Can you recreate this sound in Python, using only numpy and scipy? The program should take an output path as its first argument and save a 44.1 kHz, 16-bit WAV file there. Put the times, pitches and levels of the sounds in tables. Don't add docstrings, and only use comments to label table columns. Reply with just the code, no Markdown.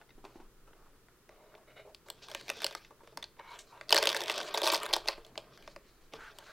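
import sys
import numpy as np
from scipy import signal
from scipy.fft import rfft, irfft
from scipy.io import wavfile

SR = 44100
rng = np.random.default_rng(int(sys.argv[2]) if len(sys.argv) > 2 else 0)


def linear_from_db(decibels):
    return 10 ** (np.asarray(decibels, float) / 20)


def output_pcm(signal):
    pcm = np.clip(np.atleast_2d(signal).T, -1, 1) * 32767
    wavfile.write(sys.argv[1], SR, np.round(pcm).astype(np.int16))


N = 287532


def rms_one(x):
    return x / np.sqrt(np.mean(x ** 2) + 1e-20)


def peak_one(rows):
    return rows / np.abs(rows).max(axis=1, keepdims=True)


def lay(time_s, waves):
    out = np.zeros(N + waves.shape[1])
    starts = np.round(np.array(time_s) * SR).astype(int)
    np.add.at(out, starts[:, None] + np.arange(waves.shape[1]), waves)
    return out[:N]


def drift(rate_hz):
    r = np.exp(-40 * np.pi * rate_hz / SR)
    white = rng.standard_normal(N // 20 + 2002)
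    slow = signal.lfilter([1], [1, -2 * r, r * r], white)[2000:]
    return np.interp(np.arange(N) / 20, np.arange(len(slow)), rms_one(slow))


def resonate(x, hz, width_hz):
    r = np.exp(-np.pi * width_hz / SR)
    b = [(1 - r * r) / 2, 0, (r * r - 1) / 2]
    return signal.lfilter(b, [1, -2 * r * np.cos(2 * np.pi * hz / SR), r * r], x)


def coloured(spectrum):
    hz, level_db = np.transpose(spectrum)
    grid_hz = np.maximum(np.arange(N // 2 + 1) * SR / N, 1)
    gain = linear_from_db(np.interp(np.log(grid_hz), np.log(hz), level_db))
    return rms_one(irfft(rfft(rng.standard_normal(N)) * gain, N))


def skin_lowpass(x, cut_hz):
    return signal.sosfilt(signal.butter(3, cut_hz, fs=SR, output="sos"), x)


def presses(rows, let_go_s=0.033):
    press_s = 0.013
    start_s, hold_s, level_db, *bright_db = np.transpose(rows)[:, :, None]
    t = np.arange(0, N + 64, 64) / SR
    attack = np.clip((t - start_s) / press_s + 0.5, 0, 1) ** 2
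    shape = attack * np.exp(-np.maximum(t - start_s - hold_s, 0) / let_go_s)
    levels_db = [level_db] + [level_db + b for b in bright_db]
    return [np.interp(np.arange(N) / SR, t, np.sum(linear_from_db(db) * shape, axis=0)) for db in levels_db]


# (time [s], hold [s], level [dB])
GUST_ROWS = [
    (0, 7.1, -63.5),
    (0.15, 0.05, -55),
    (0.367, 0.1, -51),
    (0.54, 0.36, -56),
    (3.895, 0.11, -57),
    (4.893, 0.29, -51),
    (5.602, 0.48, -57.5),
    (6.167, 0.054, -54),
]
# (time [s], hold [s], level [dB])
DESK_ROWS = [
    (0, 6.6, -71.5),
    (.16, 0.31, -66),
    (2.3, 0.38, -59.5),
    (3.16, 0.021, -50),
    (3.92, 0.24, -54),
    (4.2, 0.68, -59),
    (5.301, 0.48, -60.5),
    (6.131, 0.02, -50.5),
]


def draught():
    out = 0
    for edges_hz, rows in (([10, 27.4], GUST_ROWS), ([90, 483], DESK_ROWS)):
        band = signal.butter(3, edges_hz, "band", fs=SR, output="sos")
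        noise = rms_one(signal.sosfilt(band, rng.standard_normal(N)))
        out = out + linear_from_db(-7.0) * presses(rows)[0] * noise
    return out


# (freq [Hz], width [Hz], level [dB])
MOTOR_TONES = [
    (64.5, 12, -80.5),
    (125, 6.9, -77),
]


def hum():
    white = rng.standard_normal(N)
    out = 0
    for hz, width_hz, db in MOTOR_TONES:
        out = out + linear_from_db(db) * rms_one(resonate(resonate(white, hz, width_hz), hz, width_hz))
    return out


# (freq [Hz], density [dB/Hz])
AIR_SPECTRUM = [(14, -10.5), (25, 5.5), (50, -0.5), (90, -7), (160, -3.5), (230, -6), (400, -1),
                (700, -15.5), (1300, -10), (2200, -18), (4000, -22), (8000, -25), (16500, -25)]


def room_air():
    return linear_from_db(-66) * coloured(AIR_SPECTRUM)


# (freq [Hz], density [dB/Hz])
CAPSULE_SPECTRUM = [(12, -37), (20, -1.5), (43, -17.5), (123, -20), (210, -19.5), (347, -25.5), (1060, -28),
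                    (4810, -25.5), (16000, -30)]


def capsule_hiss():
    return linear_from_db(-72) * coloured(CAPSULE_SPECTRUM)


# (time [s], hold [s], level [dB], brightness [dB])
RUB_ROWS = [(0.0, 0.016, -60, -16), (0.23, 0.21, -63, -8), (0.7, 0.26, -71.5, -22), (1.3, 0.31, -62, -30),
            (2.06, 0.04, -60, 0), (2.14, 0.17, -68, -3.5), (2.22, 0.067, -69, 6), (2.285, 0.042, -57.5, 3),
            (2.35, 0.14, -62, 5.5), (2.48, 0.12, -59, 5.5), (2.6, 0.17, -59, 8.5), (2.8, 0.32, -75.5, 1),
            (3.38, 0.36, -65.5, -0.5), (3.5, 0.059, -56.5, 0), (3.74, 0.16, -63.5, -4.5),
            (3.91, 0.096, -38.5, -1), (4.02, 0.096, -37, -4), (4.15, 0.28, -43, -2.5),
            (4.44, 0.085, -47.5, 0), (4.55, 0.18, -43, 2.5), (4.72, 0.073, -47, -5), (4.81, 0.045, -44, -3),
            (4.88, 0.092, -44, -5.5), (5.04, 0.025, -54, -3), (5.085, 0.035, -50, -1),
            (5.2, 0.32, -63.5, -7), (5.53, 0.04, -65.5, 2), (5.58, 0.083, -67, 4), (5.68, 0.034, -66, 2),
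            (5.76, 0.44, -73.5, 1), (6.12, 0.54, -61, 0.5)]
# (freq [Hz], width [Hz], level [dB])
CASING_MODES = [(340, 28, -7.5), (444.2, 22.5, 0.5), (551.7, 16.8, -1), (635, 87, -1.5), (926, 190, -2.5),
                (1054, 200, -1.5)]
# (freq [Hz], width [Hz], level [dB])
FILM_MODES = [(1603, 24, 3), (1830, 60, -2), (2100, 660, 0.5), (2280, 426, 2.5), (2710, 437, 1.5),
              (2810, 656, 2.5), (3540, 423, 0.5), (3945, 1120, 7), (4133, 1436, 5.5), (6115, 1300, -9.5)]
# (freq [Hz], width [Hz], level [dB])
GLUE_MODES = [(8540, 3940, -5.5), (13000, 12000, -1.5)]


def rubbing():
    slip_odds = 2500 * linear_from_db(3.0 * drift(25)) / SR
    slips = (rng.random(N) < slip_odds) * rng.choice([-1, 1], N)
    strength_db = 1.0 * np.minimum(rng.exponential(1, N), 5)
    slips = slips * linear_from_db(strength_db) + 0.028 * rng.standard_normal(N)
    dull, bright = presses(RUB_ROWS)
    fizz_gain = bright * linear_from_db(-8.5 - 11.5)
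    out = 0
    for modes, gain in ((CASING_MODES, dull), (FILM_MODES, bright), (GLUE_MODES, fizz_gain)):
        rung = 0
        for k, (hz, width_hz, db) in enumerate(modes):
            grip = linear_from_db(db + 2 * drift(6))
            rung = rung + (-1) ** k * grip * resonate(slips, hz, 1.7 * width_hz)
        if modes is not GLUE_MODES:
            rung = skin_lowpass(rung, 6350)
        out = out + 0.82 * gain * rms_one(rung)
    return out


def struck(bursts, modes, spread_db, top_hz):
    luck = linear_from_db(spread_db * rng.standard_normal((len(bursts), len(modes))))
    out = 0
    for k, (hz, width_hz, db) in enumerate(modes):
        gain = (-1) ** k * linear_from_db(db) * luck[:, [k]] / (1 + (hz / top_hz) ** 2)
        out = out + gain * resonate(bursts, hz, width_hz)
    return peak_one(out)


# (time [s], peak [dB], casing knock [dB], pitch [Hz])
TOUCHES = [(0.014, -44.5, -17, 1500), (0.02, -48.5, -12, 1710), (0.091, -47.5, -15, 2100),
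           (0.105, -48, -20, 2400), (0.2505, -35, -12.5, 2580), (0.4, -49, -6, 1500), (0.675, -64, 2, 1310),
           (0.732, -45.5, -15, 1440), (1.085, -47, -15.5, 1420), (1.292, -44.5, -6, 1980),
           (1.541, -43.5, -18, 1430), (1.551, -39, -12, 2270), (1.578, -60, 7, 1420), (1.873, -63, 9, 1420),
           (2.06, -58, -1, 1000), (2.218, -59, 1.5, 2200), (2.906, -60, 9.5, 1050), (3.006, -53, -5, 1050),
           (3.074, -38.5, -5.5, 1400), (3.123, -64, 12, 1420), (3.366, -56, -5, 1500),
           (3.395, -39.5, -6, 1880), (3.811, -25.5, -14, 1940), (5.178, -44, 2.5, 1200),
           (5.3556, -36, -11, 1500), (5.676, -29.5, -11, 2600), (5.762, -33, -9, 2470),
           (6.136, -29.5, -11, 3000)]
# (time [s], peak [dB], casing knock [dB], brightness [dB], film pitch [Hz])
NAIL_SNAPS = [(1.947, -36, -20, -12.5, 4000), (2.085, -41, -10, -7, 1370), (2.101, -18, -25.5, -11.5, 4200),
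              (2.285, -36.5, -7, -10, 3320), (2.348, -18.5, -18, -14.5, 2960), (2.411, -34, -15, -16, 3260),
              (2.4924, -24, -17, -19, 2570), (2.5, -18, -16, -13, 2580), (2.604, -35, -32, -13, 1640),
              (2.619, -25, -18, -11, 1590), (2.644, -10.5, -22, -14, 4520), (2.665, -16.5, -20, -13, 4560),
              (2.71, -34, -10, -16, 2540), (2.75, -22.5, -21, -12.5, 1220), (2.848, -39, -40, -29, 2600),
              (3.173, -23.5, -13.5, -13.5, 4460), (3.226, -25.5, -29.5, -22, 3620),
              (3.241, -27.5, -25, -40, 4400), (3.59, -29, -45, -17, 6550)]
PEEL_SNAPS = [(3.893, -21, -33, -17, 4200), (3.9058, -11, -17, -16.5, 4320),
              (3.9257, 0.5, -18.5, -21, 3065), (3.9452, -11, -13.5, -7, 1810),
              (3.9651, -6, -19.5, -18, 4480), (3.9774, -6.5, -23.5, -31, 2780),
              (4.027, -7.5, -17, -15.5, 2760), (4.0557, -15.5, -38, -12, 3520),
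              (4.0719, -7.5, -19, -19, 3350), (4.0908, -10.5, -27, -20, 3440),
              (4.1467, -19, -16, -12.5, 1670), (4.2058, -21, -14.5, -14.5, 2710),
              (4.237, -24, -27, -9.5, 3600), (4.2588, -24, -29.5, -18, 2700), (4.281, -21, -18, -15, 3280),
              (4.2975, -13.5, -17.5, -19, 3100), (4.341, -23.5, -22, -28, 2710),
              (4.378, -18, -15, -22, 2450), (4.4021, -23.5, -12, -29, 1550),
              (4.4298, -27.5, -30, -16, 3460)]
LATE_SNAPS = [(4.5448, -13, -16.5, -31, 3560), (4.5493, -32, -7, -4, 3640), (4.5749, -17, -9.5, -31, 4940),
              (4.617, -11, -18.5, -18.5, 3630), (4.637, -20.5, -8, -10.5, 3550),
              (4.701, -14.5, -12, -33, 3520), (4.7184, -16, -18.5, -11.5, 3100),
              (4.735, -12.5, -10.5, -11, 3700), (4.7443, -10.5, -40, -20, 5000),
              (4.8014, -32, -9, -11, 5040), (4.832, -24, -6, -6.5, 4130), (4.8626, -25, -7, -9.5, 1500),
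              (4.909, -31, -6, -22.5, 2160), (4.9365, -6.5, -21.5, -18.5, 4300),
              (4.9639, -22.5, -2.5, -5.5, 3630), (5.0577, -37, -3, -23, 3380),
              (5.0848, -10, -20, -19, 4150), (5.265, -39, -21, -11.5, 4250), (5.377, -22, -12.5, -43, 3170),
              (5.575, -39.5, -16, -16.5, 1600), (6.386, -32, -12, -10.5, 3580)]
# (time [s], peak [dB])
FINE_SNAPS = [(2.2997, -33.5), (2.3147, -30), (2.3377, -40), (2.4815, -29), (2.5336, -40), (2.59, -38),
              (2.6254, -32), (2.6336, -29.5), (2.726, -36), (3.2288, -33.5), (3.9178, -21), (3.9592, -12.5),
              (3.9845, -14.5), (4.0081, -34), (4.0237, -29), (4.0378, -17), (4.1002, -18.5),
              (4.1167, -22.5), (4.1282, -20), (4.1654, -18), (4.2168, -22), (4.3073, -25), (4.5409, -17),
              (4.5784, -18), (4.7763, -24), (4.8555, -26), (4.9429, -20), (5.0764, -20), (5.248, -42),
              (5.6245, -43)]
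# (time [s], peak [dB], brightness [dB])
SMALL_TICKS = [(2.3015, -48, -11), (2.5144, -39, -9), (2.5635, -51, -16), (2.5697, -38.8, -12),
               (2.629, -32, -21), (2.677, -33, -14), (3.8837, -46, -16), (3.8963, -36, -16),
               (3.9299, -16, -16), (3.9806, -19.5, -19), (3.9876, -24, -9), (3.9983, -33, -19),
               (4.06, -33, -18), (4.08, -26, -16), (4.1059, -22.6, -16), (4.1603, -25, -13),
               (4.171, -27, -5), (4.1759, -32, -12), (4.1935, -37, -16), (4.1989, -29, -25),
               (4.2223, -28, -12), (4.2708, -35.3, -16), (4.2764, -32.7, -18), (4.2884, -28, -18),
               (4.3156, -23, -14), (4.3228, -27, -16), (4.3258, -35, -10), (4.3462, -33, -12),
               (4.3564, -25.5, -18), (4.3619, -30.7, -14), (4.3805, -24, -8), (4.3885, -27, -21),
               (4.4076, -28, -22), (4.4128, -23.5, -24), (4.4244, -32, -18), (4.4463, -48, -16),
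               (4.4789, -37, -16), (4.4831, -38, -21), (4.4866, -50, -18), (4.4952, -40, -19),
               (4.51, -38, -19),
               (4.5552, -24, -12), (4.5639, -36, -10), (4.586, -28, -10), (4.5927, -41, -16),
              (4.6009, -41, -12.5), (4.6325, -19, -15.5), (4.6426, -18, -16), (4.6457, -21, -12.5),
              (4.651, -26.8, -14.5), (4.6546, -22, -11), (4.658, -18.5, -13), (4.6629, -20.5, -14),
              (4.6672, -14.5, -16), (4.6705, -19, -14), (4.6743, -11, -15), (4.6821, -15, -12),
              (4.6878, -20, -19), (4.6911, -17.5, -12.5), (4.6968, -28, -19), (4.7227, -17, -14),
              (4.7257, -15.5, -10), (4.739, -22, -14), (4.748, -16.5, -11.5), (4.7566, -17.5, -14),
              (4.7643, -25, -9.5), (4.7848, -35, -15), (4.8185, -44, -20.5), (4.8902, -35, -15.5),
              (4.929, -19, -14.5), (4.9335, -14.5, -14), (4.9512, -30.5, -20), (4.957, -22.5, -19.5),
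              (5.072, -29, -21.5)]
# (freq [Hz], width [Hz], level [dB])
FIZZ_MODES = [(7220, 780, 0), (8030, 1300, -1.5), (11080, 2400, -4), (13600, 5300, -9)]


def snaps():
    touch_bright_db, snap_cut_hz, echo_s, echo_db = -38, 6300, 0.0034, -10
    touches = [(s, db, knock, touch_bright_db, hz) for s, db, knock, hz in TOUCHES]
    fine = [(s, db, -16.0, -14.0, 3600) for s, db in FINE_SNAPS]
    ticks = [(s, db, -13.0, bright, 4000) for s, db, bright in SMALL_TICKS]
    events = [*touches, *NAIL_SNAPS, *PEEL_SNAPS, *LATE_SNAPS, *fine, *ticks]
    time_s, peak_db, knock_db, bright_db, pitch_hz = np.transpose(events)
    count = len(time_s)
    t = np.arange(2048) / SR

    hardness = np.clip((peak_db + 52) / 14, 0.1, 1)
    tear_s = 0.00097 / hardness[:, None] * linear_from_db(2.5 * rng.standard_normal((count, 1)))
    grit = np.clip(rng.standard_normal((count, len(t))) ** 3, -7, 7)
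    bursts = 0.062 * grit * (np.exp(-t / tear_s) + 0.05 * np.exp(-t / 0.011))
    bursts[:, 24] += hardness * rng.choice([-1, 1], count)
    lag = round(echo_s * SR)
    bursts[:, lag:] += linear_from_db(echo_db) * bursts[:, :-lag]

    top_hz = pitch_hz[:, None]
    flap = peak_one(np.array([resonate(b, hz, 0.13 * hz) for b, hz in zip(bursts, pitch_hz)]))
    crack = peak_one(np.array([resonate(b, hz, hz) for b, hz in zip(bursts, pitch_hz)]))
    film = 0.65 * struck(bursts, FILM_MODES, 2.5, 5.5 * top_hz) + 0.42 * flap + 0.53 * crack
    touch_cut_hz = np.minimum(2 * pitch_hz, snap_cut_hz)
    cut_hz = np.where(np.arange(count) < len(touches), touch_cut_hz, snap_cut_hz)
    film = np.array([skin_lowpass(row, hz) for row, hz in zip(film, cut_hz)])
    fizz = struck(bursts * np.exp(-t / 0.009), FIZZ_MODES, 1.4, 10 * top_hz)
    knock = struck(bursts, CASING_MODES, 3, top_hz)
    waves = film + linear_from_db(bright_db + 3.5)[:, None] * fizz + linear_from_db(knock_db + 4.5)[:, None] * knock
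    return lay(time_s, linear_from_db(peak_db - 1.0)[:, None] * waves)


def room(x):
    t60_s, wall_cut_hz = 0.31, 8600
    dull = np.exp(-2 * np.pi * wall_cut_hz / SR)
    out = np.zeros(N)
    lags = (rng.uniform(0.0078, 0.03, 8) * SR).astype(int)
    for k, lag in enumerate(lags):
        loop, state = x.copy(), [0.0]
        gain = linear_from_db(-60 * lag / SR / t60_s)
        for i in range(lag, N, lag):
            back, state = signal.lfilter([gain * (1 - dull)], [1, -dull], loop[i - lag:i], zi=state)
            loop[i:i + lag] += back[:N - i]
        out += (loop - x) * (-1) ** k
    return out


# (time [s], peak [dB], pitch [Hz])
TAPS = [(0.2419, -39.5, 340), (.2505, -41.5, 920), (0.3573, -41, 324), (.401, -45.5, 340),
        (.18, -47.5, 322), (2.908, -50, 454), (3.034, -46, 436), (3.076, -49, 445), (3.173, -42.5, 1030),
        (3.174, -47, 440), (4.966, -29, 650), (5.092, -28.5, 1050), (5.378, -39, 1000), (5.182, -41, 454),
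        (6.136, -34.5, 440)]


def thumps():
    time_s, peak_db, pitch_hz = np.transpose(TAPS)
    t = np.arange(4096) / SR
    rustle = 0.12 * rng.standard_normal((len(TAPS), len(t))) * np.exp(-t / 0.021)
    pushes = (t / 0.00038) * np.exp(-t / 0.00018) + rustle
    rings = [resonate(push, hz, 0.24 * hz) + 0.31 * resonate(push, 2.23 * hz, 0.5 * hz)
             for push, hz in zip(pushes, pitch_hz)]
    return lay(time_s, linear_from_db(peak_db)[:, None] * peak_one(np.array(rings)))


# (time [s], hold [s], level [dB], brightness [dB])
STROKE_ROWS = [
    [(1.3, 0.26, -60.5, -7.5), (1.67, 0.05, -54.5, -3), (1.76, 0.043, -48.5, -1.5), (1.85, 0.051, -48, -28)],
    [(3.39, 0.0067, -43.5, -2.5), (3.44, 0.13, -52, -2), (3.5, 0.031, -50, -24), (3.72, 0.051, -50, -16)],
    [(6.14, 0.042, -55, -1), (6.19, 0.11, -62.5, 15), (6.38, 0.057, -58, 1), (6.46, 0.072, -65.5, 16)],
    [(.67, 0.012, -70, 13), (.78, 0.12, -65.5, -0.5)],
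    [(3.47, 0.023, -70.5, 10), (3.505, 0.035, -55, -2)],
    [(3.54, 0.015, -60, -1), (3.588, 0.0036, -69, 24.5), (3.606, 0.0061, -68, -16)],
]
# (freq [Hz], width [Hz], level [dB])
STROKE_DULL = [
    [(414, 16, 0), (615, 51, 0)],
    [(649, 20, -11), (956, 110, 9.5)],
    [(657, 55, -4), (860, 50, 5)],
    [(870, 69, 0), (1100, 53, 0)],
    [(850, 80, 0.5), (1050, 200, -9)],
    [(1000, 200, 0), (2200, 150, 2)],
]
# (freq [Hz], width [Hz], level [dB])
STROKE_BRIGHT = [
    [(1370, 280, -0.5), (2170, 190, 4), (2960, 100, -1), (3760, 280, -4.5)],
    [(1600, 490, -6), (2208, 75, 3), (2960, 270, -11.5), (4000, 150, -14)],
    [(1500, 300, 29.5), (2360, 380, -13), (3460, 500, -14.5), (4700, 4900, -3)],
    [(1240, 250, 2), (1550, 190, -16)],
    [(3100, 250, -12), (4000, 300, 6.5)],
    [(3530, 900, -2.5), (5830, 1400, -1), (7500, 1700, -2.5)],
]


def strokes():
    skin = rng.standard_normal(N) * linear_from_db(1.2 * drift(40))
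    out = 0
    for rows, *bodies in zip(STROKE_ROWS, STROKE_DULL, STROKE_BRIGHT):
        for modes, gain in zip(bodies, presses(rows, let_go_s=0.022)):
            rung = 0
            for k, (hz, width_hz, db) in enumerate(modes):
                rung = rung + (-1) ** k * linear_from_db(db) * resonate(skin, hz, width_hz)
            out = out + linear_from_db(-5.5) * gain * rms_one(rung)
    return out


def scene():
    cracks = snaps() + thumps()
    hand = cracks + linear_from_db(-22.5) * room(cracks) + rubbing() + strokes()
    centre = hand + draught() + hum() + room_air()
    side_treble = linear_from_db(-27) * resonate(hand, 11000, 9000)
    return centre + (capsule_hiss() + side_treble) * np.array([[1], [-1]])


def top_cut(x):
    return signal.sosfilt(signal.butter(12, 16970, fs=SR, output="sos"), x)


def record(dry):
    headroom, cutoff_hz = 0.7, 16050
    rounded = headroom * np.tanh(dry / headroom)
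    top = signal.ellip(8, 0.3, 30, cutoff_hz - 200, fs=SR, output="sos")
    return top_cut(signal.sosfilt(top, rounded))


dry = scene()
out = record(dry)
output_pcm(out)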